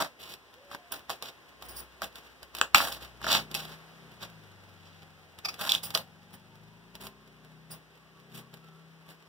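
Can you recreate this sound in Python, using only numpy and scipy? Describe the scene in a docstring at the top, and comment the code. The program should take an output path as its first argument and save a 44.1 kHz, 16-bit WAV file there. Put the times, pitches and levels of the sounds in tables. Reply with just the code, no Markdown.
"""A kitchen counter: hands peel a fresh ear of corn. Husks rustle, rip and squeak (grains and
single breaks through three noise bands, slips as harmonics), the stalk breaks off with a loud crack
and the last leaf is torn away (fractures ringing through resonances).
Far outside a small engine, built from its firing orders, slows and picks up again; a two-port
recorder holds everything down between rustles and widens the stereo picture."""
import sys
import numpy as np
from scipy import signal
from scipy.fft import rfft, irfft, next_fast_len
from scipy.io import wavfile
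from scipy.ndimage import uniform_filter1d

SR = 44100
rng = np.random.default_rng(int(sys.argv[2]) if len(sys.argv) > 2 else 0)


def put_to_file(sound):
    """Save the sound as 16-bit audio at rate SR, in the file named by the first command-line argument."""
    columns = np.atleast_2d(sound).T  # one column per channel
    safe = np.clip(columns, -1, 1)
    whole_steps = np.round(safe * 32767)
    wavfile.write(sys.argv[1], SR, whole_steps.astype(np.int16))


N = 409248
TIME = np.arange(N) / SR
HALF_SECOND = TIME[:SR // 2]
# In all tables level_db is relative: trims, room and recorder come after it.


def from_db(db):
    """Decibels to gain."""
    return 10 ** (np.asarray(db) / 20)


def rms_one(x):
    """Scale to rms 1."""
    return x / np.sqrt(np.mean(x ** 2) + 1e-20)


def curve(rows):
    """Draw straight lines through (time, value) points, at every sample."""
    start_s, values = np.transpose(rows)
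    return np.interp(TIME, start_s, values)


def at_hz(points, hz):
    """Gain of a spectrum at the given frequencies, interpolated over log frequency."""
    freqs, db = np.transpose(points)
    return from_db(np.interp(np.log(np.maximum(hz, 1)), np.log(freqs), db))


def coloured(x, points):
    """Give a sound a smooth spectrum."""
    length = x.shape[-1]
    size = next_fast_len(length)
    gains = at_hz(points, np.fft.rfftfreq(size, 1 / SR))
    return irfft(rfft(x, size) * gains, size)[..., :length]


def drift(rate, size):
    """Slow chance around zero with unit-spread targets, rate new targets per second."""
    steps = np.arange(size) / SR * rate
    return np.interp(steps, np.arange(4096), rng.standard_normal(4096))


def add(track, s, sound):
    """Mix a sound in at time s."""
    start = max(round(s * SR), 0)
    track[start:start + len(sound)] += sound[:N - start]


def band(x, edges):
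    """Causal band-pass."""
    sos = signal.butter(2, np.clip(edges, 20, .47 * SR), "band", fs=SR, output="sos")
    return signal.sosfilt(sos, x + 1e-18)


def resonate(x, modes):
    """Parallel two-pole resonances with alternating signs; a wider mode dies faster."""
    out = 0
    for k, (hz, width_hz, db) in enumerate(modes):
        r = np.exp(-np.pi * width_hz / SR)
        poles = [1, -2 * r * np.cos(2 * np.pi * hz / SR), r * r]
        ringing = (1 - r * r) / 2 * signal.lfilter([1, 0, -1], poles, x + 1e-18)
        out = out + (-1) ** k * from_db(db) * ringing
    return out


def gesture(rise, hold, fade):
    """Envelope that swells, holds, then dies by 40 dB over the fade."""
    t = HALF_SECOND
    swell = np.minimum(t / max(rise, 1e-4), 1) ** 2
    return swell * from_db(-40 * np.maximum(t - rise - hold, 0) / max(fade, 1e-3))


def grains(per_s, spread_db, friction):
    """Half a second of tiny fibre breaks, mostly small and a few large, over smooth friction."""
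    size = SR // 2
    born = rng.random(size) < per_s / SR
    heights = from_db(spread_db * np.minimum(rng.exponential(1, size), 4))
    breaks = born * heights * rng.choice([-1, 1], size)
    return rms_one(breaks) + friction * rng.standard_normal(size)


def fracture(splinter_s, splinters):
    """One sharp release, followed by splinter noise that dies by 40 dB in splinter_s."""
    t = TIME[:SR // 20]
    after = rng.standard_normal(len(t)) * from_db(-40 * t / max(splinter_s, 1e-4))
    return (t == 0) + splinters * after / np.linalg.norm(after)


# the three ranges of a husk: low and high edge
DULL_HZ, CRISP_HZ, FINE_HZ = (600, 1780), (2360, 4670), (7900, 18400)


def husk(force, dull_db, fine_db):
    """A leaf radiates in three ranges: dull flap, crisp ribs and fine fibres."""
    thud = rms_one(band(force, (230, 600)))  # soft thud of the hand
    flap = rms_one(band(force, DULL_HZ)) + from_db(-18.5) * thud
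    ribs = rms_one(band(force, CRISP_HZ))
    fibres = rms_one(band(force, FINE_HZ))
    return ribs + from_db(dull_db) * flap + from_db(fine_db) * fibres


def rustle(envelope, grain_db, dull_db, fine_db):
    """Fibres tear in uneven clumps."""
    clumps = from_db(3.9 * drift(170, size=SR // 2))
    force = grains(per_s=2200, spread_db=grain_db, friction=0.95) * clumps
    return envelope * husk(force, dull_db, fine_db)


def diffuse(size, shared_below_hz):
    """Noise from all sides at two close ports: alike in the bass, unrelated in the treble."""
    common, apart = rng.standard_normal((2, size))
    high_pass = signal.butter(1, shared_below_hz, "high", fs=SR, output="sos")
    apart = signal.sosfilt(high_pass, apart)
    return rms_one(common + apart * np.array([[1], [-1]]))


# colour of the air: pitch_hz, density_db (dB per Hz, relative)
AIR_COLOUR = [(30, -19), (70, 12.5), (150, 2), (400, 3.5), (1100, -4), (1800, -5.5), (3200, -7),
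              (5000, -14), (7000, -24.5), (11000, -26), (15500, -21)]
# slow swells of the air: start_s, level_db
AIR_SWELL = [(0, -50.5), (1.3, -49), (2.5, -50), (3.7, -47.5), (5, -50), (6.3, -51), (9.28, -51.5)]


def room_air():
    """Steady diffuse noise around both ports, slowly rising and falling."""
    noise = rms_one(coloured(diffuse(size=N, shared_below_hz=900), AIR_COLOUR))
    return from_db(curve(AIR_SWELL) - 2.07) * noise


# faint far whistles: start_s, length_s, first_hz, last_hz, level_db
FAR_WHISTLES = [(.55, 0.053, 485, 514, -50), (0.591, 0.18, 571, 568, -53), (0.779, 0.13, 715, 698, -56),
                (8.599, .22, 1305, 1350, -61)]


def whistles(waver, rise_s, fade_s):
    """Thin gliding sine tones from far away."""
    out, t = np.zeros(N), HALF_SECOND
    for s, length, first_hz, last_hz, db in FAR_WHISTLES:
        glide = np.interp(t, [0, length], [first_hz, last_hz])
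        hz = glide * (1 + waver * drift(120, size=len(t)))
        tone = np.sin(2 * np.pi * np.cumsum(hz) / SR)
        add(out, s, from_db(db) * gesture(rise_s, length - rise_s, fade_s) * tone)
    return out


# engine speed: start_s, rate_hz (firings per second)
FIRING_RATE = [(0, 29.6), (2.9, 31.4), (3.3, 30), (4.0, 33), (4.5, 24.6), (5.8, 20.3), (7.0, 29.4),
               (7.5, 31.7), (9.28, 32.6)]
# exhaust: start_s, level_db
EXHAUST_LEVEL = [(0, -64.5), (2.6, -65), (3.35, -42), (3.85, -55.5), (4.05, -43.5), (5.7, -54),
                 (6.6, -49.5), (7.1, -49.5), (7.55, -48), (7.85, -57.5), (8.35, -48), (9.28, -58)]
# exhaust as the house passes it on, booming at one room mode: pitch_hz, gain_db
EXHAUST_COLOUR = [(85, -2), (100, -1), (120, -6), (130, -7), (145, -11), (160, 5.5), (178, -6.5), (215, -9),
                  (275, -18.5), (320, -31), (390, -12.5), (450, -22.5)]
# deep hum: start_s, level_db
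DEEP_HUM_LEVEL = [(0, -57), (1.4, -58.5), (1.75, -41), (2.2, -50.5), (3.25, -38.5), (3.7, -50.5),
                  (7.2, -47.5), (9.28, -61)]
# the deepest room mode, which the second order sweeps through
HUM_MODE_HZ, HUM_WIDTH_HZ = 60, 12
# slowing by this many firings per s each second, the upper orders lose this much
COAST_SAG_PER_S, COAST_LOSS_DB = 4, 8.5


def engine(level_db, whine_db, waver_db):
    """Firings through walls: wavering orders boom at a room mode, over a hum and a gear whine."""
    firings = curve(FIRING_RATE)
    phase = 2 * np.pi * np.cumsum(firings * (1 + 0.0033 * drift(15, size=N))) / SR
    slowing = np.clip(-np.gradient(firings) * SR / COAST_SAG_PER_S, 0, 1)
    coasting = uniform_filter1d(slowing, size=SR // 4)
    throb = 0
    for k in range(4, 16):
        # reflections shift the strength and timing of each order
        timing = 2 * np.pi * rng.random() + .5 * drift(2.4, size=N)
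        order_db = waver_db * drift(3.9, size=N) - COAST_LOSS_DB * coasting * (k > 4)
        boom = at_hz(EXHAUST_COLOUR, k * firings)
        throb = throb + boom * from_db(order_db) * np.cos(k * phase + timing)
    hum = np.cos(2 * phase) / np.hypot(1, 2 * (2 * firings - HUM_MODE_HZ) / HUM_WIDTH_HZ)
    # phase drift blurs the whine
    whine = np.cos(35 * phase + 1.63 * drift(90, size=N))
    whine = from_db(whine_db + 3.5 * drift(15, size=N)) * whine
    exhaust = from_db(curve(EXHAUST_LEVEL) + level_db) * throb
    return exhaust + from_db(curve(DEEP_HUM_LEVEL)) * hum + whine


# colour of the reflections: pitch_hz, gain_db
REFLECTION_COLOUR = [(60, 0), (200, 16), (500, 6), (1200, -6.5), (3500, -8), (7000, -11), (15000, -3.5)]
ROOM_T60_S, ROOM_DB = .19, -4


def kitchen(x):
    """Dense reflections from counter and walls, a little different at each port."""
    t = HALF_SECOND
    decay = from_db(-60 * t / ROOM_T60_S) * (t > .002)
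    tail = diffuse(size=len(t), shared_below_hz=900) * decay
    tail = coloured(tail / np.linalg.norm(tail[0]), REFLECTION_COLOUR)
    return from_db(ROOM_DB) * signal.fftconvolve(x[None], tail, axes=1)[:, :N]


def fingering(level_db):
    """Fingers keep shifting on silk and leaves: a faint, patchy crackle."""
    out = np.zeros(N)
    for s in np.arange(0, N / SR - .1, .25):  # half-second pieces overlap by half
        force = grains(per_s=70, spread_db=6.5, friction=.3) * np.hanning(SR // 2)
        piece_db = level_db + 1.1 * rng.standard_normal()
        add(out, s, from_db(piece_db) * husk(force, dull_db=-6.5, fine_db=-4.0))
    return out


# skin skidding with a thin high hiss: start_s, rise_s, hold_s, fade_s, level_db
SKIN_SKIDS = [(0.916, 0.0036, 0.0041, 0.02, -34.5), (1.606, 0.047, 0.01, 0.034, -53),
              (1.683, 0.0037, 0.0067, 0.12, -42.5), (1.74, 0.031, 0.032, 0.026, -40),
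              (5.829, .004, 0.02, 0.047, -36), (6.325, 0.0058, 0.018, 0.038, -53),
              (7.703, 0.0076, .018, .07, -43)]
# high resonances that colour the hiss of a skid: pitch_hz, width_hz, gain_db
HISS_MODES = [(4900, 570, -6), (9480, 250, -2), (10900, 190, -2), (15100, 410, 8), (15260, 1030, 1.5)]


def skids():
    """Dense tiny slips of skin make a hiss, coloured by high resonances."""
    out = np.zeros(N)
    for s, rise, hold, fade, db in SKIN_SKIDS:
        slips = grains(per_s=520, spread_db=1.5, friction=0.97)
        hiss = rms_one(resonate(slips, HISS_MODES))
        add(out, s, from_db(db) * gesture(rise, hold, fade) * hiss)
    return out


# wet leaf sticking and slipping: start_s, rise_s, hold_s, fade_s, level_db, first_hz, last_hz (slips per s)
LEAF_SQUEAKS = [(5.445, 0.0048, 0.011, 0.019, -28, 1310, 1200),
                (5.483, 0.0013, 0.0084, 0.017, -32, 1100, 1330)]
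# harmonics of a squeak: multiple (of the slip rate), gain_db
LEAF_PARTIALS = [(1, -7), (2, 0), (3, -9), (4, 5), (5, -8.5), (6, -30)]


def squeaks(jitter, glide_s, rasp):
    """Uneven stick-slip gives a short harmonic chirp, with a puff of friction at each slip."""
    out, t = np.zeros(N), HALF_SECOND
    for s, rise, hold, fade, db, first_hz, last_hz in LEAF_SQUEAKS:
        glide = np.interp(t, [0, glide_s], [first_hz, last_hz])
        hz = glide * (1 + jitter * drift(950, size=len(t)))
        phase = 2 * np.pi * np.cumsum(hz) / SR
        tone = rms_one(sum(from_db(gain_db) * np.sin(k * phase) for k, gain_db in LEAF_PARTIALS))
        puffs = rng.standard_normal(len(t)) * (1 + np.cos(phase))
        friction = husk(puffs, dull_db=1, fine_db=1)
        level = from_db(db + 2 * drift(360, size=len(t)))
        add(out, s, level * gesture(rise, hold, fade) * (tone + rasp * friction))
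    return out


# the hand draws along a husk: start_s, length_s, crisp level_db, dull_db and fine_db (relative to crisp)
HUSK_PULLS = [(.01, 0.053, -43.5, -1, -8), (0.18, .15, -45, -12.5, -5.5), (0.704, 0.044, -45, -17, -8),
              (1.217, 0.072, -45, -9, -8.5), (2.547, 0.11, -49.5, 0.5, -13.5), (2.792, 0.096, -40.5, 0, 0),
              (2.914, 0.02, -34.5, -8, -4.5), (3.001, 0.058, -47.5, -8, -6.5),
              (3.223, .03, -37.5, -10, -14), (3.245, 0.13, -29, -4, -10.5), (3.294, 0.062, -26, -11, -9),
              (3.682, 0.061, -48, -2, -7.5), (4.202, 0.034, -40.5, -6, -9), (4.75, 0.27, -56.5, -15, -15),
              (5.576, .11, -38, -2, -4), (5.681, 0.075, -33, -8, -10), (5.827, 0.027, -39, -8, 0),
              (5.937, 0.027, -41, -1.5, -3), (6.997, 0.057, -50, -3.5, 0.5), (8.326, 0.064, -50.5, -13, 0),
              (9.074, 0.046, -54.5, -7, -1)]
PULL_RISE_SHARE, PULL_FADE_S, PULL_GRAIN_DB = .25, 0.08, 4
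# a leaf lets go at once: start_s, fade_s, crisp level_db, dull_db (relative to crisp)
LEAF_TUGS = [(0.0, .035, -25.5, 3), (0.92, .14, -43, 0), (1.094, .07, -36.5, -7.5), (2.022, .06, -40.5, -3),
             (2.155, .5, -52, -6.5), (2.743, .16, -20.5, -6), (2.82, .35, -38.5, -0.5),
             (3.541, 0.31, -36, -5.5), (5.48, .24, -49.5, -4.5)]
TUG_RISE_S, TUG_HOLD_S, TUG_FINE_DB, TUG_GRAIN_DB = .003, .014, -6.5, -0.5


def rustles():
    """A pull swells and lasts as long as the hand moves; a tug jumps up and dies away."""
    out = np.zeros(N)
    for s, length, db, dull_db, fine_db in HUSK_PULLS:
        rise = PULL_RISE_SHARE * length
        envelope = gesture(rise, length - rise, PULL_FADE_S)
        add(out, s, from_db(db) * rustle(envelope, PULL_GRAIN_DB, dull_db, fine_db))
    for s, fade, db, dull_db in LEAF_TUGS:
        envelope = gesture(TUG_RISE_S, TUG_HOLD_S, fade)
        add(out, s, from_db(db) * rustle(envelope, TUG_GRAIN_DB, dull_db, TUG_FINE_DB))
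    return out


# thick fibres snapping: start_s, crisp level_db, dull_db (relative to crisp)
FIBRE_SNAPS = [(0.7143, -51, 11.5), (0.73, -52.5, 8.5), (0.748, -43.5, 8), (0.9219, -36, -5.5),
               (1.0957, -36.5, 4.5), (1.102, -32.5, 1.5), (1.2245, -34, -5), (1.624, -42.5, -2),
               (2.0194, -34.5, 5), (2.0433, -36, -6), (2.1569, -42, -9.5), (2.43, -43.5, -3.5),
               (2.55, -34.5, -6), (2.568, -40, -24), (2.586, -35.5, -9), (2.8037, -39, 16),
               (3.216, -46, 6.5), (3.244, -41, 9.5), (3.267, -37.5, 10.5), (3.514, -40.5, -15),
               (3.5433, -31, -15), (3.549, -25, -13.5), (5.3882, -44.5, -8.5), (5.5420, -42.5, -8),
               (5.9051, -37, -6.5), (5.9538, -27, -0.5), (5.9746, -29, -3.5), (6.3397, -52.5, -4),
               (6.9533, -42.5, -9.5), (7.0689, -39.5, -5), (8.5401, -45.5, -5)]
SNAP_FINE_DB = -4


def snaps(level_db, splinter_s):
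    """Thick fibres part one at a time."""
    out = np.zeros(N)
    for s, db, dull_db in FIBRE_SNAPS:
        snap = husk(fracture(splinter_s, splinters=1.1), dull_db, SNAP_FINE_DB)
        add(out, s, from_db(db + level_db) * snap)
    return out


# the stalk gives way: start_s, level_db, splinter_s
STALK_CRACKS = [(2.6136, -16, 0.0026), (2.7462, -13, 0.0071), (2.7471, -7, 0.016)]
# resonances of stalk and cob: pitch_hz, width_hz, gain_db
STALK_MODES = [(1069, 740, 1.5), (1607, 1400, 1), (2600, 480, 2), (4300, 1200, -14.5), (7560, 1300, -15),
               (14500, 1200, -19.5)]
# the last leaf rips off its base: start_s, level_db, splinter_s
LEAF_RIPS = [(5.6926, -16, 0.062), (5.6975, -22, 0.02), (5.7195, -14, 0.0043), (5.7500, -17.5, 0.0046),
             (5.9495, -15.5, 0.0039)]
# resonances of the leaf base: pitch_hz, width_hz, gain_db
LEAF_BASE_MODES = [(2350, 260, -12.5), (3550, 430, 1), (4780, 1620, -9.5), (9400, 2700, -21.5),
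                   (14700, 1500, -21.5)]


def cracks(breaks, modes, level_db, splinters):
    """A thick part breaks and rings briefly."""
    out = np.zeros(N)
    for s, db, splinter_s in breaks:
        ring = rms_one(resonate(fracture(splinter_s, splinters), modes))
        add(out, s, from_db(db + level_db) * ring)
    return out


# hand noise at the shaded left port: pitch_hz, gain_db
SHADED_PORT = [(100, 18), (400, 6), (1000, -15.5), (1700, -10.5), (4000, -17.5), (15000, -10.5)]


def scene():
    """The hands are close to the right port; room, air and street reach both."""
    leaves = rustles() + snaps(level_db=-10, splinter_s=0.021) + fingering(level_db=-71)
    stalk = cracks(STALK_CRACKS, STALK_MODES, level_db=-10, splinters=0.65)
    last_leaf = cracks(LEAF_RIPS, LEAF_BASE_MODES, level_db=-12.5, splinters=2.2)
    slips = skids() + squeaks(jitter=0.052, glide_s=0.0133, rasp=0.15)
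    hands = leaves + stalk + last_leaf + slips
    direct = np.array([coloured(hands, SHADED_PORT), hands])
    street = engine(level_db=3.5, whine_db=-66.5, waver_db=2.5)
    street = street + whistles(waver=0.017, rise_s=0.012, fade_s=0.1)
    # the street reaches both ports alike, slightly louder at the left
    street = street * from_db([[.4], [-.4]])
    return direct + kitchen(hands) + room_air() + street


# noise suppressor: shut below this treble level, fully open a knee above it
GATE_SHUT_DB, GATE_KNEE_DB, GATE_DEPTH_DB, GATE_WINDOW_S = -69.5, 16, 9.5, 0.018


def suppressor(x):
    """Everything is held down until treble reaches the right port, so air and engine swell with it."""
    window = max(round(GATE_WINDOW_S * SR), 1)
    power = uniform_filter1d(band(x[1], FINE_HZ) ** 2, size=window)
    treble_db = 10 * np.log10(np.abs(power) + 1e-18)
    opening = np.clip((treble_db - GATE_SHUT_DB) / GATE_KNEE_DB, 0, 1)
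    opening = uniform_filter1d(opening, size=SR // 100)
    return x * from_db(GATE_DEPTH_DB * (opening - 1))


# cross-feed of the widener: pitch_hz, gain_db
CROSS_FEED = [(80, -0.5), (400, -5), (2200, 3), (4400, -5.5), (7000, -7.5), (10000, -13), (15000, -10.5)]
# left over right: pitch_hz, gain_db
LEFT_BALANCE = [(100, 5), (1100, -1.5), (1650, 1), (3500, -1), (6000, 6), (9500, 8.5), (12000, 2),
                (15000, 1)]
WIDENER_LAG_S, CUTOFF_HZ = 20 / 44100, 15700


def record(dry):
    """Suppress, subtract the other port a moment later to widen, clip peaks, cut rumble and top."""
    ports = suppressor(dry)
    lag = round(WIDENER_LAG_S * SR)
    other = np.pad(ports[::-1], ((0, 0), (lag, 0)))[:, :N]
    left, right = ports - coloured(other, CROSS_FEED)
    wide = np.clip([coloured(left, LEFT_BALANCE), right], -.9, .9)
    rumble_cut = signal.butter(2, 32, "high", fs=SR, output="sos")
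    top_cut = signal.ellip(10, .2, 80, CUTOFF_HZ, fs=SR, output="sos")
    return signal.sosfilt(top_cut, signal.sosfilt(rumble_cut, wide))


dry = scene()
out = record(dry)
put_to_file(out)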